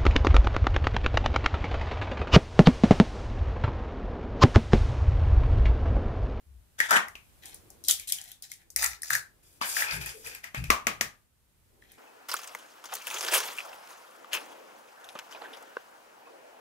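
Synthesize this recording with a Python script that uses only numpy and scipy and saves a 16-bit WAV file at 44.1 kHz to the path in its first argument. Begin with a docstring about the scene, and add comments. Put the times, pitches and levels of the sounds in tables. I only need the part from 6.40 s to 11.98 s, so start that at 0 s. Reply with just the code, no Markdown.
"""An egg is knocked and crushed on a counter edge, pulled open over a glass bowl, its halves nested.
A second egg is scraped out of its creaking, crinkling tray and tapped three times on the counter.
Shell breaks in bursts of tiny clicks; short resonances are the air in the hollow egg and its halves.
Filtered grains make the rubbing, pulses make low room booms, and noise makes the rustle and the quiet.
A small hard kitchen answers every shell and tray sound."""
import sys
import numpy as np
from scipy import signal
from scipy.fft import rfft, irfft
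from scipy.io import wavfile
from scipy.ndimage import uniform_filter1d

SR = 44100
rng = np.random.default_rng(int(sys.argv[2]) if len(sys.argv) > 2 else 0)


def dump_mix(stems):
    """Bounce the given channels to the path in sys.argv[1] as a 16-bit WAV at rate SR."""
    frames = np.atleast_2d(stems).T  # one column per channel
    limited = np.clip(frames, -1, 1)  # hard clip at full scale
    pcm = np.round(limited * 32767).astype(np.int16)
    wavfile.write(sys.argv[1], SR, pcm)


N = 246078
TIME = np.arange(N) / SR  # s

# All table levels are relative; each layer gets its trim in the mix.

# Blows of a whole egg: t/s, thud level/dB, ring f/Hz, ring level/dB, shell crack level/dB
KNOCKS = [(0.39, -61, 1880, -39, -34.5), (.402, -45.5, 1850, -10.5, -21),
          (0.508, -28.5, 1260, -12.5, -17.5), (0.529, -31, 1690, -24, -27.5),
          (.566, -16.5, 1410, -20.5, -27.5), (0.7536, -43.5, 2560, -35.5, -43.5),
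          (3.2134, -27, 1055, -22, -33.5), (4.041, -63, 1940, -31, -35), (4.146, -30.5, 2210, -33, -35),
          (4.24, -48.5, 2460, -32.5, -34), (4.3024, -11, 1150, -11, -13.5),
          (4.4688, -14.5, 1180, -31, -18.5), (4.6099, -21.5, 1845, -21, -17)]
# Colour of the thud: f/Hz, level/dB
THUD_COLOUR = [(40, -20), (120, -10), (210, 0), (420, -4.5), (650, -0.5), (1000, -2.5), (1500, 2.5),
               (2400, 6), (3400, -4.5), (4400, -8.5), (9000, -34.5)]
# Colour of the cracking shell: f/Hz, level/dB
CRACK_COLOUR = [(800, -10.5), (2500, -5.5), (4200, -4.5), (6000, 0.5), (8500, -6), (12000, -6.5),
                (15500, -8.5)]


def knocks(kitchen):
    """The egg meets something hard: a thud, a short hollow ring and the shell giving way."""
    out = np.zeros((2, N))
    for s, thud_db, hz, ring_db, crack_db in KNOCKS:
        thud = flurry(push(length_s=0.00064, crumble=4.2), THUD_COLOUR)
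        tone = hollow(hz, width_share=0.17)
        crack = flurry(fracture(length_s=0.0016), CRACK_COLOUR)
        front, all_round = radiate(undb(thud_db) * thud, undb(ring_db) * tone, undb(crack_db) * crack)
        add(out, s, place(front, kitchen, room_db=-2.0, all_round=all_round, near_db=-1.5))
    return out


# Short ringing after each thud: f/Hz, t60/s, level/dB
THUD_RINGING = [(1110, .2, -11), (1168, 0.31, -16.5), (1240, .22, -11), (1223, .27, -10)]


def thud_ringing(kitchen):
    """Each thud starts a few decaying sines near 1.2 kHz."""
    thuds = np.zeros(N)
    for s, thud_db, *_ in KNOCKS:
        thuds[int(s * SR)] = undb(thud_db)
    t = TIME[:SR // 2]
    sines = 0
    for hz, t60, db in THUD_RINGING:
        decay = np.exp(-np.log(1000) * t / t60)
        sines = sines + undb(db) * unit(np.sin(2 * np.pi * hz * t) * decay)
    ringing = signal.oaconvolve(thuds, sines)[:N]
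    return place(ringing, kitchen, room_db=-6.5, near_db=-6.5)


# Clearest snaps of handled shell: t/s, snap level/dB, cavity f/Hz, cavity level/dB
SNAPS = [(.683, -36, 2000, -38), (1.0565, -31, 880, -44), (1.144, -31.5, 877, -63),
         (1.3025, -37.5, 790, -52), (1.4391, -30, 2470, -63.5), (1.4843, -6.5, 3580, -43.5),
         (1.498, -11.5, 1330, -34.5), (1.5096, -7, 3370, -17.5), (1.597, -26.5, 2300, -34),
         (1.6736, -30, 2640, -45.5), (1.722, -11, 3400, -23.5), (1.731, -41, 2320, -32),
         (1.785, -33, 3120, -33), (1.814, -31, 2200, -59), (1.8398, -37, 720, -56),
         (1.9165, -33, 3540, -38.5), (2.023, -28.5, 710, -56), (2.1166, -29, 2130, -38),
         (2.137, -37.5, 2060, -61), (2.3029, -34.5, 2080, -64), (2.3613, -10.5, 2025, -20.5),
         (2.428, -16, 1740, -21), (2.443, -12, 2050, -50), (2.4615, -16, 1990, -46),
         (2.6194, -26.5, 1870, -47), (2.632, -23, 1800, -32.5), (2.7041, -20.5, 1590, -14),
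         (2.7315, -18.5, 1690, -16), (2.7514, -15.5, 1690, -15.5), (2.76, -30, 1580, -25.5),
         (3.3667, -29, 1670, -19.5), (3.421, -40, 1750, -15.5), (3.66, -24, 1820, -34),
         (3.871, -32, 1750, -33.5), (3.9489, -30.5, 2420, -36), (5.423, -58.5, 1800, -49),
         (5.518, -41.5, 1730, -60)]
# Colour of a snap: f/Hz, level/dB
SNAP_COLOUR = [(100, -30), (600, -21.5), (1000, -26), (2200, -28.5), (3400, -17), (4500, 0), (6200, 4),
               (8000, 2.5), (10500, 5), (13000, 0), (15500, -4)]


def snaps(kitchen):
    """Bright snaps of shell ring the air in the open half."""
    out = np.zeros((2, N))
    for s, snap_db, hz, cavity_db in SNAPS:
        snap = flurry(fracture(length_s=0.00024), SNAP_COLOUR)
        cavity = hollow(hz, width_share=0.17)
        front, all_round = radiate(undb(snap_db) * snap, undb(cavity_db) * cavity)
        add(out, s, place(front, kitchen, room_db=-3.5, all_round=all_round, near_db=7.0))
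    return out


# Presses into the counter edge: t/s, hold/s, body level/dB, grit level/dB
CRUSH = [(.378, 0.079, -44.5, -39.5), (.482, .017, -37, -39), (.505, 0.03, -19.5, -30),
         (.549, 0.014, -21, -25.5)]
# Colour of the crush: f/Hz, level/dB
CRUSH_COLOUR = [(100, -44.5), (200, -18.5), (450, -11.5), (800, 0), (1300, 2.5), (1750, 8.5), (2400, -7.5),
                (3200, -9), (4200, -21), (5800, -17.5), (11000, -25), (15500, -36.5)]
CRUSH_SHAPE = (0.0088, .02)  # attack/s, release/s


def crush(kitchen):
    """The egg is pressed into the counter edge and its shell breaks in a stream of grains."""
    grains = crunch(CRUSH, CRUSH_SHAPE, CRUSH_COLOUR, rate=2500, spread_db=3.0, patchy_db=3.0)
    return place(grains, kitchen, room_db=-2.0)


# Thumbs pulling the shell apart: t/s, hold/s, body level/dB, grit level/dB
PEEL = [(1.016, 0.092, -52.5, -47.5), (1.44, .02, -71, -45), (1.476, 0.018, -40, -25.5),
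        (1.58, 0.029, -66, -37), (1.668, 0.023, -77, -35), (1.72, 0.15, -59, -51),
        (1.872, 0.028, -55, -44.5), (2.018, 0.011, -54, -42), (2.084, .035, -63, -51.5),
        (2.18, 0.027, -60, -61.5), (5.41, 0.16, -66, -67)]
# Colour of the peel: f/Hz, level/dB
PEEL_COLOUR = [(250, -29), (480, -27.5), (780, 4.5), (1100, -22), (1600, 1.5), (2250, 1), (2700, -2),
               (3400, 1), (4600, -3.5), (10400, -3.5), (15500, -11.5)]
PEEL_SHAPE = (0.0086, 0.038)  # attack/s, release/s


def peel(kitchen):
    """Thumbs work at the shell: a sparser stream of grains, uneven in colour."""
    grains = crunch(PEEL, PEEL_SHAPE, PEEL_COLOUR, rate=1300, spread_db=4.5, patchy_db=6.5)
    return place(grains, kitchen, room_db=-0.5)


# One half shell pushed into the other: t/s, hold/s, body level/dB, grit level/dB
NEST = [(2.36, 0.0088, -33, -47), (2.38, .025, -30.5, -25), (2.408, 0.025, -24, -21.5),
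        (2.465, 0.061, -44, -40.5), (2.63, .06, -46.5, -41), (2.695, 0.051, -30, -26)]
# Colour of the nesting: f/Hz, level/dB
NEST_COLOUR = [(180, -62.5), (300, -20.5), (492, -20), (590, -11), (696, -9), (877, -5), (1160, -12),
               (1330, 3.5), (1440, -6), (1810, 5), (3400, -13.5), (3750, -6.5), (5660, -9), (10600, -13.5),
               (15500, -14.5)]
NEST_SHAPE = (0.0081, 0.061)  # attack/s, release/s


def nest(kitchen):
    """Shell slides and breaks against shell: a dense stream of grains of very mixed size."""
    grains = crunch(NEST, NEST_SHAPE, NEST_COLOUR, rate=3300, spread_db=5.5, patchy_db=5.0)
    return place(grains, kitchen, room_db=-5)


# Resonances of the tray: f/Hz, width/Hz, level/dB
TRAY = [(830, 57, -15.5), (1360, 350, -7.5), (1830, 890, -3.5), (2500, 180, 3), (4630, 1100, -2.5)]
# The egg rubbing on its tray: t/s, hold/s, body level/dB, grit level/dB
SCRAPE = [(3.02, 0.14, -73.5, -60.5), (3.205, 0.026, -31.5, -39.5), (3.24, 0.16, -41, -32),
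          (3.355, 0.044, -29, -26.5), (3.41, 0.064, -33.5, -46), (3.495, 0.042, -34, -36),
          (3.595, .015, -39, -38.5), (3.65, 0.03, -41, -40), (3.73, 0.17, -64, -50),
          (3.835, 0.026, -44, -41.5), (3.9, 0.049, -49, -51), (4.025, 0.005, -41.5, -49),
          (4.138, 0.0052, -34.5, -42.5), (4.18, 0.11, -54.5, -56)]
SCRAPE_SHAPE = (0.012, 0.075)  # attack/s, release/s


def crinkles():
    """The flexing tray pops in each of its resonances, louder the harder it is rubbed."""
    pops = 0
    for hz, width, db in TRAY:
        pop = ring_twice(clicks(rate=45, spread_db=3, size=N), hz, width)
        pops = pops + undb(db) * steady(pop)
    body_gain = gains(SCRAPE, SCRAPE_SHAPE)[0]
    return body_gain * steady(pops)


# Colour of the rubbing: f/Hz, level/dB
SCRAPE_COLOUR = [(150, -35), (400, -25), (700, -12), (1200, -10), (1800, -2), (2700, -6), (4100, -12),
                 (5000, -6), (8000, -6.5), (11400, -6.5), (15500, -15.5)]


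def scrape(kitchen):
    """The egg rubs on its tray in a dense stream of slips, with the tray crinkling along."""
    rubbing = crunch(SCRAPE, SCRAPE_SHAPE, SCRAPE_COLOUR, rate=3500, spread_db=3.0, patchy_db=2.5)
    return place(rubbing + undb(-2) * crinkles(), kitchen, room_db=-3.0)


# Creaks as the egg is pulled free: t/s, hold/s, level/dB
CREAK = [(3.55, 0.012, -53), (3.72, .015, -50.5), (3.83, 0.012, -51.5), (3.91, 0.014, -61)]
CREAK_SHAPE = (0.035, 0.022)  # attack/s, release/s


def creak(kitchen, start_hz=393, rise_hz_per_s=230):
    """One rough, broken friction tone whose mean pitch rises as the pull tightens."""
    first_s = CREAK[0][0]
    hz = start_hz + rise_hz_per_s * np.maximum(TIME - first_s, 0)
    pitch = hz * (1 + 0.09 * wander(200))
    grip = undb(4 * wander(70) - 3)
    tone = np.sin(2 * np.pi * np.cumsum(pitch) / SR)
    return place(gains(CREAK, CREAK_SHAPE)[0] * grip * tone, kitchen, room_db=1)


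# Low booms of the room: t/s, hold/s, boom level/dB, level of the resonances above it/dB
BOOMS = [(.04, 0.14, -52.5, -80), (2.33, 0.17, -56, -66.5), (2.68, 0.082, -62, -58),
         (3.505, 0.073, -46.5, -42.5), (3.61, 0.043, -51.5, -55.5), (3.83, 0.022, -61, -64),
         (4.155, 0.059, -39, -37.5), (4.268, 0.0022, -33, -47.5), (4.42, .24, -63, -59)]
# Low resonances above the boom: f/Hz, width/Hz, level/dB
LOW_RESONANCES = [(127.5, 12, 1.5), (143, 23, 0), (235, 40, -17)]
BOOM_SHAPE = (0.028, 0.082)  # attack/s, release/s


def boom(boom_hz=63, unevenness=0.19, scatter_db=1.5):
    """Uneven pulses at about 63 Hz stir the low resonances of the room."""
    chance = rng.standard_normal((400, 2))  # for the spacing and the size of each pulse
    at = (np.cumsum(1 + unevenness * chance[:, 0]) * SR / boom_hz).astype(int)
    pulses = np.bincount(np.abs(at), undb(scatter_db * chance[:, 1]), N)[:N]
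    low = ring(ring(pulses, boom_hz, 18.0), boom_hz, 30)
    upper = sum(undb(db) * steady(ring_twice(pulses, hz, width)) for hz, width, db in LOW_RESONANCES)
    low_gain, upper_gain = gains(BOOMS, BOOM_SHAPE)
    return low_gain * steady(low) + upper_gain * steady(upper)


def room_boom():
    """A shared boom leaning left, plus a weaker one in opposite polarity for width."""
    lean = undb(np.array([[2.2], [-2.2]]))
    opposite = np.array([[1], [-1]])
    return lean * boom() + undb(-14.5) * opposite * boom()


# Movements of arms and hands: t/s, hold/s, level/dB
RUSTLE = [(0, .3, -80), (.9, 0.43, -60.5), (2.1, 1, -70.5), (3.08, 0.7, -59.5), (3.46, .02, -55),
          (5.2, .25, -64.5)]
# Colour of the rustle: f/Hz, level/dB
RUSTLE_COLOUR = [(60, -4.5), (150, -10.5), (250, 0), (350, 6), (490, 0.5), (650, -5.5), (1200, -13.5),
                 (4000, -42)]
RUSTLE_SHAPE = (.16, 0.083)  # attack/s, release/s


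def rustle():
    """Moving arms and hands rustle softly: swells of coloured noise."""
    return gains(RUSTLE, RUSTLE_SHAPE)[0] * air(RUSTLE_COLOUR, side=0.5)


# Level of the quiet room: t/s, level/dB
QUIET_LEVEL = [(0, -66), (.7, -60), (1.2, -57.5), (2.2, -65.5), (4.6, -59.5), (4.9, -69), (5.3, -64.5),
               (5.58, -62.5)]
# Colour of the quiet room: f/Hz, level/dB
QUIET_COLOUR = [(15, -25.5), (25, -1.5), (75, 1.5), (253, -13), (349, -16), (631, -19.5), (1530, -22.5),
                (2630, -24), (5730, -27.5), (8130, -25), (11200, -23.5), (15500, -28)]


def quiet():
    """The quiet room is coloured stereo noise of slowly changing level."""
    level_db = np.interp(TIME, *np.transpose(QUIET_LEVEL))
    return undb(level_db) * air(QUIET_COLOUR, side=0.4)


# Decay time of the kitchen: f/Hz, t60/s
KITCHEN_T60 = [(100, 0.23), (300, .28), (800, 0.3), (1800, 0.25), (5000, 0.22), (13000, 0.19)]


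def reflections(shared_hz=260, count=8, size=14400):
    """Dense stereo tails of the tiled kitchen for a few hand positions; lows are alike in both channels."""
    t = np.arange(size) / SR
    f = np.maximum(np.fft.rfftfreq(size, 1 / SR), 1)
    hz, t60 = np.transpose(KITCHEN_T60)
    common = rfft(rng.standard_normal((count, 1, size)))
    own = rfft(rng.standard_normal((count, 2, size)))
    alike = 1 / (1 + (f / shared_hz) ** 2)
    spectra = np.sqrt(alike) * common + np.sqrt(1 - alike) * own
    tails = 0
    for band, decay_s in zip(np.eye(len(hz)), t60):
        weight = np.interp(np.log(f), np.log(hz), band)  # overlapping bands
        tails = tails + irfft(spectra * weight) * np.exp(-np.log(1000) * t / decay_s)
    return tails


def place(x, kitchen, room_db, all_round=None, near_db=-2, left_db=3,
          near_s=0.00096, build_s=0.00047, lag_samples=15, size=512):
    """Sound at two microphones: direct path (left first), quick bounces off bowl and counter, then room.
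    all_round is what the source sends to the walls, if that is not x itself."""
    tails = kitchen[rng.integers(len(kitchen))]
    t = np.arange(tails.shape[1]) / SR
    quick = t * np.exp(-t / near_s)
    build = 1 - np.exp(-t / build_s)
    to_walls = x if all_round is None else all_round
    heard = []
    for tail, lag, side_db in zip(tails, (0, lag_samples), (left_db / 2, -left_db / 2)):
        bounces = unit(tail * quick)[:size]
        path = unit(signal.unit_impulse(size, lag) + undb(near_db) * bounces)
        direct = np.pad(signal.oaconvolve(x, path), (0, len(t) - size))
        room = signal.oaconvolve(to_walls, unit(tail * build))
        heard.append(undb(side_db) * (direct + undb(room_db) * room)[:N])
    return np.array(heard)


def crunch(rows, shape, points, rate, spread_db, patchy_db, split_hz=3200):
    """A stream of slips and breaks, split into dull body and bright grit; its colour drifts at random."""
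    grains = colour(clicks(rate, spread_db, N), points)
    for hz in np.geomspace(1100, 9000, 5):
        drift = undb(patchy_db * np.clip(wander(45), -2, 1))
        grains = grains + (drift - 1) * ring(grains, hz, hz / 2)
    low = signal.butter(3, split_hz, "low", fs=SR, output="sos")
    high = signal.butter(3, split_hz, "high", fs=SR, output="sos")
    body = steady(signal.sosfilt(low, grains))
    grit = steady(signal.sosfilt(high, grains))
    body_gain, grit_gain = gains(rows, shape)
    return body_gain * body + grit_gain * grit


def fracture(length_s, size=1024):
    """A crack starts, runs through the shell and dies: a flurry of micro-clicks."""
    t = np.arange(size) / SR / length_s
    return clicks(26000, 0.5, size) * (1 - np.exp(-t / 0.14)) * np.exp(-t)


def push(length_s, crumble, size=1024):
    """One firm contact impulse with crumbling after it."""
    return signal.unit_impulse(size) + crumble * unit(fracture(length_s))


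def hollow(hz, width_share, size=1024):
    """Air in the shell, struck once: a short, broad ring, the same in every direction."""
    tone = unit(ring_twice(signal.unit_impulse(size), hz, hz * width_share))
    return np.array([tone, tone])


def flurry(micro_clicks, points):
    """Coloured micro-clicks, and the bare colour left when they are averaged over all directions."""
    bare = signal.unit_impulse(len(micro_clicks))
    return np.array([unit(colour(x, points, size=1024)) for x in (micro_clicks, bare)])


def radiate(*parts):
    """Parts of one blow add as waves towards the microphone and as powers towards the walls."""
    front, averaged = np.swapaxes(parts, 0, 1)
    size = front.shape[1]
    power = np.sum(np.abs(rfft(averaged)) ** 2, axis=0)
    f = np.maximum(np.fft.rfftfreq(size, 1 / SR), 1)
    points = np.transpose([f, 10 * np.log10(power + 1e-18)])
    return front.sum(axis=0), colour(signal.unit_impulse(size), points, size=size)


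def clicks(rate, spread_db, size):
    """Random clicks, rate per second on average, mostly small and a few large."""
    sizes = undb(spread_db * np.minimum(rng.exponential(size=size), 4))
    return (rng.random(size) < rate / SR) * sizes * rng.choice([-1, 1], size)


def air(points, side):
    """Soft coloured noise, partly shared by both channels, with less side signal in the lows."""
    mid, apart = (steady(colour(rng.standard_normal(N), points)) for _ in range(2))
    low = signal.butter(1, 500, fs=SR, output="sos")
    apart = apart - side * signal.sosfilt(low, apart)
    return np.array([mid + apart, mid - apart])


def wander(rate):
    """A smoothed random curve of spread one, with rate new values per second."""
    knots = rng.standard_normal(2048)
    path = np.interp(TIME * rate, np.arange(len(knots)), knots)
    return steady(uniform_filter1d(path, int(SR / rate)))


def gains(rows, shape):
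    """One gain curve for each dB column: every stroke swells, holds and fades."""
    attack_s, release_s = shape
    power = 0
    for s, hold_s, *db in rows:
        corners = s + np.cumsum([0, attack_s, hold_s, release_s])
        envelope = np.interp(TIME, corners, [0, 1, 1, 0]) ** 2
        power = power + np.outer(undb(db), envelope) ** 2
    return np.sqrt(power)


def colour(x, points, size=4096):
    """Causal minimum-phase filter through (f/Hz, level/dB) points."""
    hz, db = np.transpose(points)
    f = np.maximum(np.fft.rfftfreq(size, 1 / SR), 1)
    cepstrum = irfft(np.log(undb(np.interp(np.log(f), np.log(hz), db))))
    cepstrum[1:size // 2] *= 2  # fold the cepstrum onto positive time
    cepstrum[size // 2 + 1:] = 0
    return signal.fftconvolve(x, irfft(np.exp(rfft(cepstrum))))[:len(x)]


def ring(x, hz, width):
    """One resonance, width in Hz."""
    return signal.lfilter(*signal.iirpeak(hz, hz / width, fs=SR), x)


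def ring_twice(x, hz, width):
    """A resonance followed by one twice as wide, for steeper skirts."""
    return ring(ring(x, hz, width), hz, 2 * width)


def add(track, s, sound):
    """Mix a stereo sound into a track at time s."""
    i = int(s * SR)
    track[:, i:i + sound.shape[1]] += sound[:, :N - i]


def undb(db):
    """Turn decibels into an amplitude factor."""
    return 10 ** (np.asarray(db) / 20)


def unit(x):
    """Scale to an energy of one."""
    return x / np.sqrt(np.sum(x ** 2) + 1e-18)


def steady(x):
    """Scale to a standard deviation of one."""
    return x / np.std(x)


def scene():
    """Mix shell work, tray, low booms, rustle and the quiet room."""
    kitchen = reflections()
    shell = undb(18.0) * knocks(kitchen) + undb(15.0) * thud_ringing(kitchen) + undb(14.5) * snaps(kitchen)
    shell = shell + crush(kitchen) + undb(-5.0) * peel(kitchen) + undb(-6.5) * nest(kitchen)
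    tray = undb(-4.5) * scrape(kitchen) + creak(kitchen)
    return shell + tray + room_boom() + undb(-5.5) * rustle() + undb(-3.0) * quiet()


def record(dry):
    """Peaks beyond full scale clip, then a steep low-pass cuts the top."""
    top_cut = signal.ellip(10, 0.2, 70, 15550, fs=SR, output="sos")  # ripple dB, stop dB, edge Hz
    return signal.sosfilt(top_cut, np.clip(dry, -1, 1))


dry = scene()
out = record(dry)
dump_mix(out)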